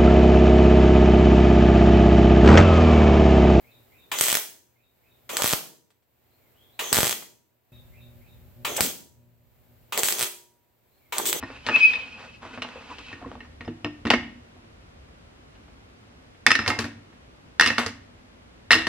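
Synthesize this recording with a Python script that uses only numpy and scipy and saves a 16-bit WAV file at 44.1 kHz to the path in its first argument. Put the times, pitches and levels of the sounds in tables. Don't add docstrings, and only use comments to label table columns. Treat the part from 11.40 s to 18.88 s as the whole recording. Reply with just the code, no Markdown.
import sys
import numpy as np
from scipy import signal
from scipy.fft import rfft, irfft
from scipy.io import wavfile
from scipy.ndimage import uniform_filter1d

SR = 44100
rng = np.random.default_rng(int(sys.argv[2]) if len(sys.argv) > 2 else 0)


def dump(signal):
    limited = np.clip(np.atleast_2d(signal).T, -1, 1)
    pcm = np.round(limited * 32767).astype(np.int16)
    wavfile.write(sys.argv[1], SR, pcm)


N = 329859


def undb(db):
    return 10 ** (np.asarray(db) / 20)


def unit_rms(x):
    return x / np.sqrt(np.mean(x ** 2))


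def curves(rows):
    time_s, *columns = np.transpose(rows)
    return [np.interp(np.arange(N) / SR, time_s, column) for column in columns]


def colour(x, points):
    hz, db = np.transpose(points)
    n = x.shape[-1]
    bins_hz = np.maximum(np.arange(n // 2 + 1) * SR / n, 1)
    return irfft(rfft(x) * undb(np.interp(np.log(bins_hz), np.log(hz), db)), n)


def band(x, hz, width_hz):
    b, a = signal.iirpeak(min(hz, SR / 2.5), hz / width_hz, fs=SR)
    return signal.lfilter(b, a, signal.lfilter(b, a, x))


def wander(rate_hz):
    hold = int(SR / rate_hz)
    steps = np.repeat(rng.standard_normal(N // hold + 1), hold)
    return unit_rms(uniform_filter1d(uniform_filter1d(steps, hold), hold)[:N])


def panned(x, pan_db):
    return x * undb(np.array([[pan_db], [-pan_db]]) / 2)


def add_at(out, start_s, x):
    start = int(start_s * SR)
    span = out[..., start:start + x.shape[-1]]
    span += x[..., :span.shape[-1]]


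# freq_hz, density_db
AIR_SPECTRUM = [(53, -33.5), (90, -5.5), (111, -6), (130, -10), (190, -10), (221, -9.5), (251, -8),
                (325, -14.5), (532, -16.5), (870, -22), (2650, -27), (12100, -48.5), (15000, -77.5)]
# freq_hz, side_minus_mid_db
AIR_WIDTH = [(60, -21.5), (110, -11.5), (200, -5.5), (380, -0.5), (690, 3), (1280, 4.5), (2360, 2.5),
             (4360, 5), (8040, 4), (14800, -10.5)]


def air(level_db=-55):
    mid, side = colour(rng.standard_normal((2, N)), AIR_SPECTRUM)
    side = colour(side, AIR_WIDTH)
    return np.array([mid + side, mid - side]) * undb(level_db) / mid.std()


# time_s, level_db
RUMBLE_LEVELS = [(0.0, -51), (.58, -61), (1.56, -56.5), (2.25, -50.5), (2.44, -62), (2.79, -45),
                 (2.91, -57), (3.25, -57.5), (3.55, -50), (3.8, -56.5), (4.23, -53.5), (4.6, -59),
                 (5.1, -58.5), (5.27, -47), (5.4, -63), (6.06, -57), (7.23, -57.5), (7.48, -46)]


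def rumble():
    noise = band(rng.standard_normal(N), hz=62, width_hz=50)
    return unit_rms(noise) * undb(curves(RUMBLE_LEVELS)[0])


# time_s, scrape_db, body_db
DRAG_LEVELS = [(0.0, -50.5, -54), (.06, -53, -46.5), (.24, -49.5, -57), (.28, -35.5, -37),
               (.35, -38, -36.5), (.44, -32, -43.5), (.57, -41, -48), (.86, -51, -50), (.95, -53.5, -70),
               (1.005, -79, -77), (1.025, -50, -44.5), (1.22, -55, -48.5), (1.31, -57.5, -50),
               (1.6, -46.5, -46.5), (1.75, -54.5, -50.5), (1.87, -73, -51.5), (2.01, -68.5, -60),
               (2.1, -84, -58)]
# freq_hz, width_hz, gain_db
BODY_BANDS = [(259.2, 60, 5), (510, 100, -2), (990, 610, -11), (1430, 90, -2), (832.3, 2130, -3.5)]
SCRAPE_BANDS = [(2370, 120, -5), (2600, 330, 6.5), (2980, 388, -3), (3755, 320, -8.5), (2630, 2200, -7)]
HISS_BANDS = [(4800, 1500, 5.5), (6500, 2700, -9.5), (9515, 4400, -13)]


def drag(hiss_db=-16.5):
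    scrape_db, body_db = curves(DRAG_LEVELS)
    layers = [(scrape_db, SCRAPE_BANDS), (body_db, BODY_BANDS), (scrape_db + hiss_db, HISS_BANDS)]
    out = np.zeros(N)
    for level_db, bands in layers:
        grit = rng.standard_normal(N) * undb(2 * rng.exponential(size=N) + 2.58 * wander(44))
        base = sum(undb(db + 2.2 * wander(18)) * band(grit, hz, width) for hz, width, db in bands)
        out += undb(level_db) * unit_rms(base)
    sliding = np.clip((DRAG_LEVELS[-1][0] - np.arange(N) / SR) / 0.033, 0, 1)
    return out * sliding


def ring(modes, t, scatter_db, detune, attack_s):
    hz, db, t60_s = np.transpose(modes)[:, :, None]
    level_draw, pitch_draw = rng.standard_normal((2, len(modes), 1))
    envelopes = undb(db + scatter_db * level_draw - 60 * t / t60_s)
    partials = envelopes * np.sin(2 * np.pi * hz * (1 + detune * pitch_draw) * t)
    x = partials.sum(0) * (1 - np.exp(-t / attack_s))
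    return x / np.abs(x).max()


# freq_hz, density_db
RATTLE_SPECTRUM = [(88, -38.5), (150, -7.5), (252, -1.5), (601, -0.5), (687, 3), (818, -4.5), (883, 2),
                   (1130, 1), (1870, -5.5), (5100, -28.5), (15000, -60)]


def rattle(t, noise, chute, ring_db, snap_db, t60_s=0.34):
    bursts, drive = rng.standard_normal((2, len(t)))
    chatter = undb(2.76 * unit_rms(uniform_filter1d(bursts, size=90)))
    rung = unit_rms(signal.fftconvolve(drive, chute * undb(-60 * t / 0.069))[:len(t)])
    joints = unit_rms(colour(noise, RATTLE_SPECTRUM)) + undb(-3 + 0.83 * ring_db) * rung
    tilt = [(1000, 0.0089), (10000, 0.9 * (snap_db + 29.5))]
    envelope = undb(-60 * t / t60_s) * np.minimum(t / 0.0014, 1)
    return colour(joints * chatter, tilt) * envelope


# freq_hz, level_db, t60_s
CHUTE_MODES = [(868, -16.5, 0.096), (1200, -18, 0.068), (1290, -4, 0.036), (1556, -9, 0.022),
               (1743, -13, 0.031), (1830.4, -4, .11), (1870, -0.5, 0.081), (2136, -8, 0.19),
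               (2680, -4.5, 0.061), (2850, -5.5, 0.047), (3556, -11, 0.035), (4080, -15, .05),
               (5147, -12.5, 0.036), (5844, -26.5, 0.046)]
TABLE_MODES = [(70, -10, 0.07), (100, -1.5, 0.15), (159.5, -11.5, 0.15), (246.1, -0.5, 0.22),
               (289.1, -7.5, 0.32), (339, -8, 0.26), (462.5, -2.5, 0.084), (669.4, -9.5, 0.097)]


def contact(t, crack_hz, thump_db, snap_db, ring_db, damping, snap_hz, rattle_db):
    mono_noise = rng.standard_normal(len(t))
    stereo_noise = rng.standard_normal((2, len(t)))
    snap_hz *= 1 + 0.091 * rng.standard_normal()
    impulse = (t == 0) * 1.2
    crack = band(impulse + mono_noise * np.exp(-t / 0.0012), crack_hz, 0.96 * crack_hz)
    snap = band(impulse + stereo_noise * np.exp(-t / 0.0054), snap_hz, 0.48 * snap_hz)
    snap *= undb(snap_db) / np.abs(snap).max()
    chute = ring(CHUTE_MODES, t, scatter_db=5, detune=0.006, attack_s=0.0007)
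    joints = undb(rattle_db) * rattle(t, mono_noise + 0.46 * stereo_noise, chute, ring_db, snap_db)
    thump = undb(thump_db) * ring(TABLE_MODES, t, scatter_db=4.5, detune=0.043, attack_s=0.0012)
    choke = undb(-60 * t * damping / 0.04)
    return crack / np.abs(crack).max() + choke * (undb(ring_db) * chute + joints + snap) + thump


# start_s, level_db, crack_hz, thump_db, snap_db, ring_db
BLOCK_BLOWS = [(0.027, -24.5, 1140, -3.5, -34.5, -11), (0.035, -28, 970, -15, -32.5, -0.5),
               (0.102, -29.5, 735, -19, -21, -15), (0.265, -20, 2400, -9, -1, -12),
               (0.287, -13, 1330, -25.5, -35.5, -1), (0.295, -15, 1940, -13.5, -34.5, -11),
               (0.36, -15.5, 2600, -19.5, -25.5, -1.5), (0.534, -28, 2370, -32.5, -24, 8.5),
               (1.03, -32.5, 940, -27, -25, -13), (1.051, -35.5, 1060, -1, -18, -7),
               (1.176, -24, 865, -9, -40, -12), (1.22, -21.5, 2830, -24, -5, -2.5),
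               (1.248, -26.5, 784, -13.5, -41, -17), (1.584, -35.5, 2610, -8.5, -2, -18),
               (1.729, -32, 1870, -2.5, -20, 0.5), (1.826, -32, 780, -4.5, -35, -23),
               (1.86, -37.5, 1075, 9.5, -29, -8), (1.916, -27.5, 830, -12, -66, -27),
               (1.954, -31.5, 890, -4.5, -42, -26), (2.005, -41, 1784, -1, -28, 10.5),
               (2.208, -30, 2070, -6.5, -16, -3), (2.248, -38, 2790, -3.5, -12, -5),
               (2.278, -29.5, 605, 7.5, -23, -4.5), (2.446, -16, 2770, -5.5, -38.5, -4),
               (2.653, -19.5, 1760, 3.5, -15.5, -10), (2.669, -20.5, 1430, -4.5, -9, -6),
               (2.703, -1.5, 2250, -17, -13.5, -11.5), (2.736, -10.5, 665, -6, -11, -1.5),
               (3.164, -54.5, 604, 11, -27, -6), (3.243, -53, 935, 2, -24, -12),
               (4.153, -47, 2590, -18, -11, -7), (4.281, -47.5, 940, -6, -14.5, -8),
               (4.948, -47, 1503, -8, -18, -7), (5.725, -49.5, 890, -6, -21, 1)]
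# freq_hz, gain_db
BLOCK_EQ = [(3000, -0.5), (6000, -2), (12000, -9.5)]


def blocks():
    t = np.arange(int(0.4 * SR)) / SR
    out = np.zeros((2, N))
    for start_s, level_db, crack_hz, thump_db, snap_db, ring_db in BLOCK_BLOWS:
        knock = contact(t, crack_hz, thump_db, snap_db, ring_db,
                        damping=0.31, snap_hz=3700, rattle_db=-11)
        add_at(out, start_s, panned(undb(level_db) * knock, pan_db=rng.normal(-0.15, 1)))
    return colour(out, BLOCK_EQ)


# time_s, pitch_hz, level_db
SQUEAL_PATH = [(.3, 2540, -39), (.326, 2550, -27.5), (.36, 2605, -13), (.374, 2580, -29.5),
               (.398, 2520, -37), (.41, 2525, -19), (.454, 2548, -8.5), (.47, 2510, -20.5),
               (.48, 2510, -15.5), (.497, 2490, -25.5), (.52, 2480, -40), (.548, 2480, -46),
               (.558, 2500, -20.5), (.568, 2480, -44), (.6, 2450, -55)]


def squeal(neighbour_db=-13.5):
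    t = np.arange(N) / SR
    pitch_hz, level_db = curves(SQUEAL_PATH)
    gripping = np.clip(np.minimum(t - SQUEAL_PATH[0][0], SQUEAL_PATH[-1][0] - t) / 0.01, 0, 1)
    phase = 2 * np.pi * np.cumsum(pitch_hz + 18 * wander(120)) / SR
    rasp = wander(500)
    overtones = rasp * (undb(-31) * np.sin(2 * phase) + undb(-48.5) * np.sin(3 * phase))
    neighbour = undb(neighbour_db) * np.sin(0.925 * phase)
    envelope = np.sqrt(2) * gripping * undb(level_db + 1.2 * wander(170))
    return panned(envelope * (np.sin(phase) + neighbour + overtones), pan_db=3.7)


# start_s, length_s, pitch_hz, level_db
CREAK_EVENTS = [(1.06, 0.039, 1200, -59), (1.35, 0.044, 487, -45.5), (1.495, .042, 993, -43),
                (1.697, 0.026, 924, -46.5), (1.806, 0.035, 730, -45.5), (1.838, 0.038, 1050, -44),
                (2.025, 0.028, 1860, -55)]


def creaks(slips_per_s=260):
    t = np.arange(int(0.08 * SR)) / SR
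    out = np.zeros(N)
    for start_s, length_s, pitch_hz, level_db in CREAK_EVENTS:
        chance, strength = rng.random((2, len(t)))
        slips = (chance < slips_per_s / SR) * (0.34 + strength) + 0.03 * (strength - 0.5)
        creak = unit_rms(band(slips, pitch_hz, 0.25 * pitch_hz))
        gate = np.clip(np.minimum(t, length_s - t) / 0.0042, 0, 1)
        add_at(out, start_s, undb(level_db) * creak * gate)
    return out


# start_s, level_db, thump_db, snap_db, ring_db, damping_ratio
BALL_BLOWS = [(5.065, -2, -44, 0, 2.5, 1), (5.07, -5.5, -19, -13, -6.5, .3),
              (5.105, -11.5, -22.5, -5, 6, 0.23), (5.116, -3.5, -34.5, -8, 2, 1),
              (5.153, -12.5, -16, -2.5, 6.5, 0.64), (5.19, -16, -9.5, -17, 0.5, 0.04),
              (5.262, -16.5, -22, -13, -8, 0.06), (5.278, -10, -9.5, 0, -12.5, 0.12),
              (5.303, -13, -14.5, -31.5, 1, 0.03), (5.389, -14, -8.5, -1.5, -14, 0.09),
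              (5.442, -22.5, -3, -7.5, -9.5, 0.07), (6.197, -0.5, -49.5, -7.5, 0, 1),
              (6.21, -0.5, -29.5, -2.5, -6, 1), (6.222, -9.5, -31.5, -18, 4, 0.5),
              (6.232, -15, -22, -4.5, 2.5, 0), (6.261, -12, -16.5, 1, 2, 0.22),
              (6.274, -14, -14.5, 0, 1.5, 0.65), (6.289, -24, -29, -17.5, 6, 0.5),
              (6.302, -15, -11.5, -14, 1.5, 0.09), (6.382, -7.5, -16.5, -7, -13.5, 0.04),
              (6.463, -19, -6.5, 0.5, -10, 0.2), (7.307, -4, -36.5, -10.5, 2, .35),
              (7.316, -2.5, -32.5, -3, -6, 0.44), (7.324, -10, -33, 0, 5.5, 0.6),
              (7.33, -8.5, -16, -2, 5, .2), (7.353, -15, -4, -7.5, 1.5, 0),
              (7.469, -14.5, -7, -4.5, -3.5, 0)]
# freq_hz, level_db, t60_s
SHELL_MODES = [(5500, -1.5, 0.024), (8300, -5, .015), (9950, -5, .018), (10600, -5, .018),
               (12500, -10.5, .015)]


def balls(crack_hz=1800, shell_db=-14):
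    t = np.arange(int(0.4 * SR)) / SR
    out = np.zeros((2, N))
    for start_s, level_db, thump_db, snap_db, ring_db, damping in BALL_BLOWS:
        hit = contact(t, crack_hz, thump_db, snap_db, ring_db, damping, snap_hz=4360, rattle_db=-17)
        shell = [ring(SHELL_MODES, t, scatter_db=2, detune=0.035, attack_s=0.0004) for _ in "LR"]
        hit += undb(snap_db + shell_db) * np.array(shell)
        add_at(out, start_s, panned(undb(level_db) * hit, pan_db=rng.normal(-0.5, 1.5)))
    return out


# freq_hz, t60_s
TAIL_DECAY = [(150, 0.82), (700, 0.45), (2000, 0.46), (5000, 0.35), (11000, 0.13)]
# freq_hz, side_minus_mid_db
TAIL_WIDTH = [(100, -22), (500, -12), (2000, -3.5), (8000, 3)]


def room(x, level_db=-8.5):
    t = np.arange(SR // 2) / SR
    mid, side = rng.standard_normal((2, len(t)))
    side = colour(side, TAIL_WIDTH)
    noise = np.array([mid + side, mid - side])
    tail = sum(band(noise, hz, 1.79 * hz) * undb(-60 * t / t60_s) for hz, t60_s in TAIL_DECAY)
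    tail *= np.clip(t / 0.0042 - 0.5, 0, 1)
    tail /= np.sqrt(np.sum(tail ** 2) / 2)
    return undb(level_db) * signal.fftconvolve(x.mean(0)[None], tail, axes=1)[:, :N]


# freq_hz, gain_db
PLASTIC_EQ = [(30, -37.5), (60, -12), (90, -0.5), (5000, 0.5), (9000, 2), (15000, -9.5)]
LEFT_LAG_SAMPLES = 2


def scene():
    toy = colour(drag() + blocks() + squeal() + creaks() + balls(), PLASTIC_EQ)
    toy[0] = np.roll(toy[0], LEFT_LAG_SAMPLES)
    return toy + room(toy) + air() + rumble()


def record(dry, cutoff_hz=15400):
    lowpass = signal.ellip(10, 0.2, 90, cutoff_hz, fs=SR, output="sos")
    return signal.sosfilt(lowpass, np.clip(dry, -1, 1))


dry = scene()
out = record(dry)
dump(out)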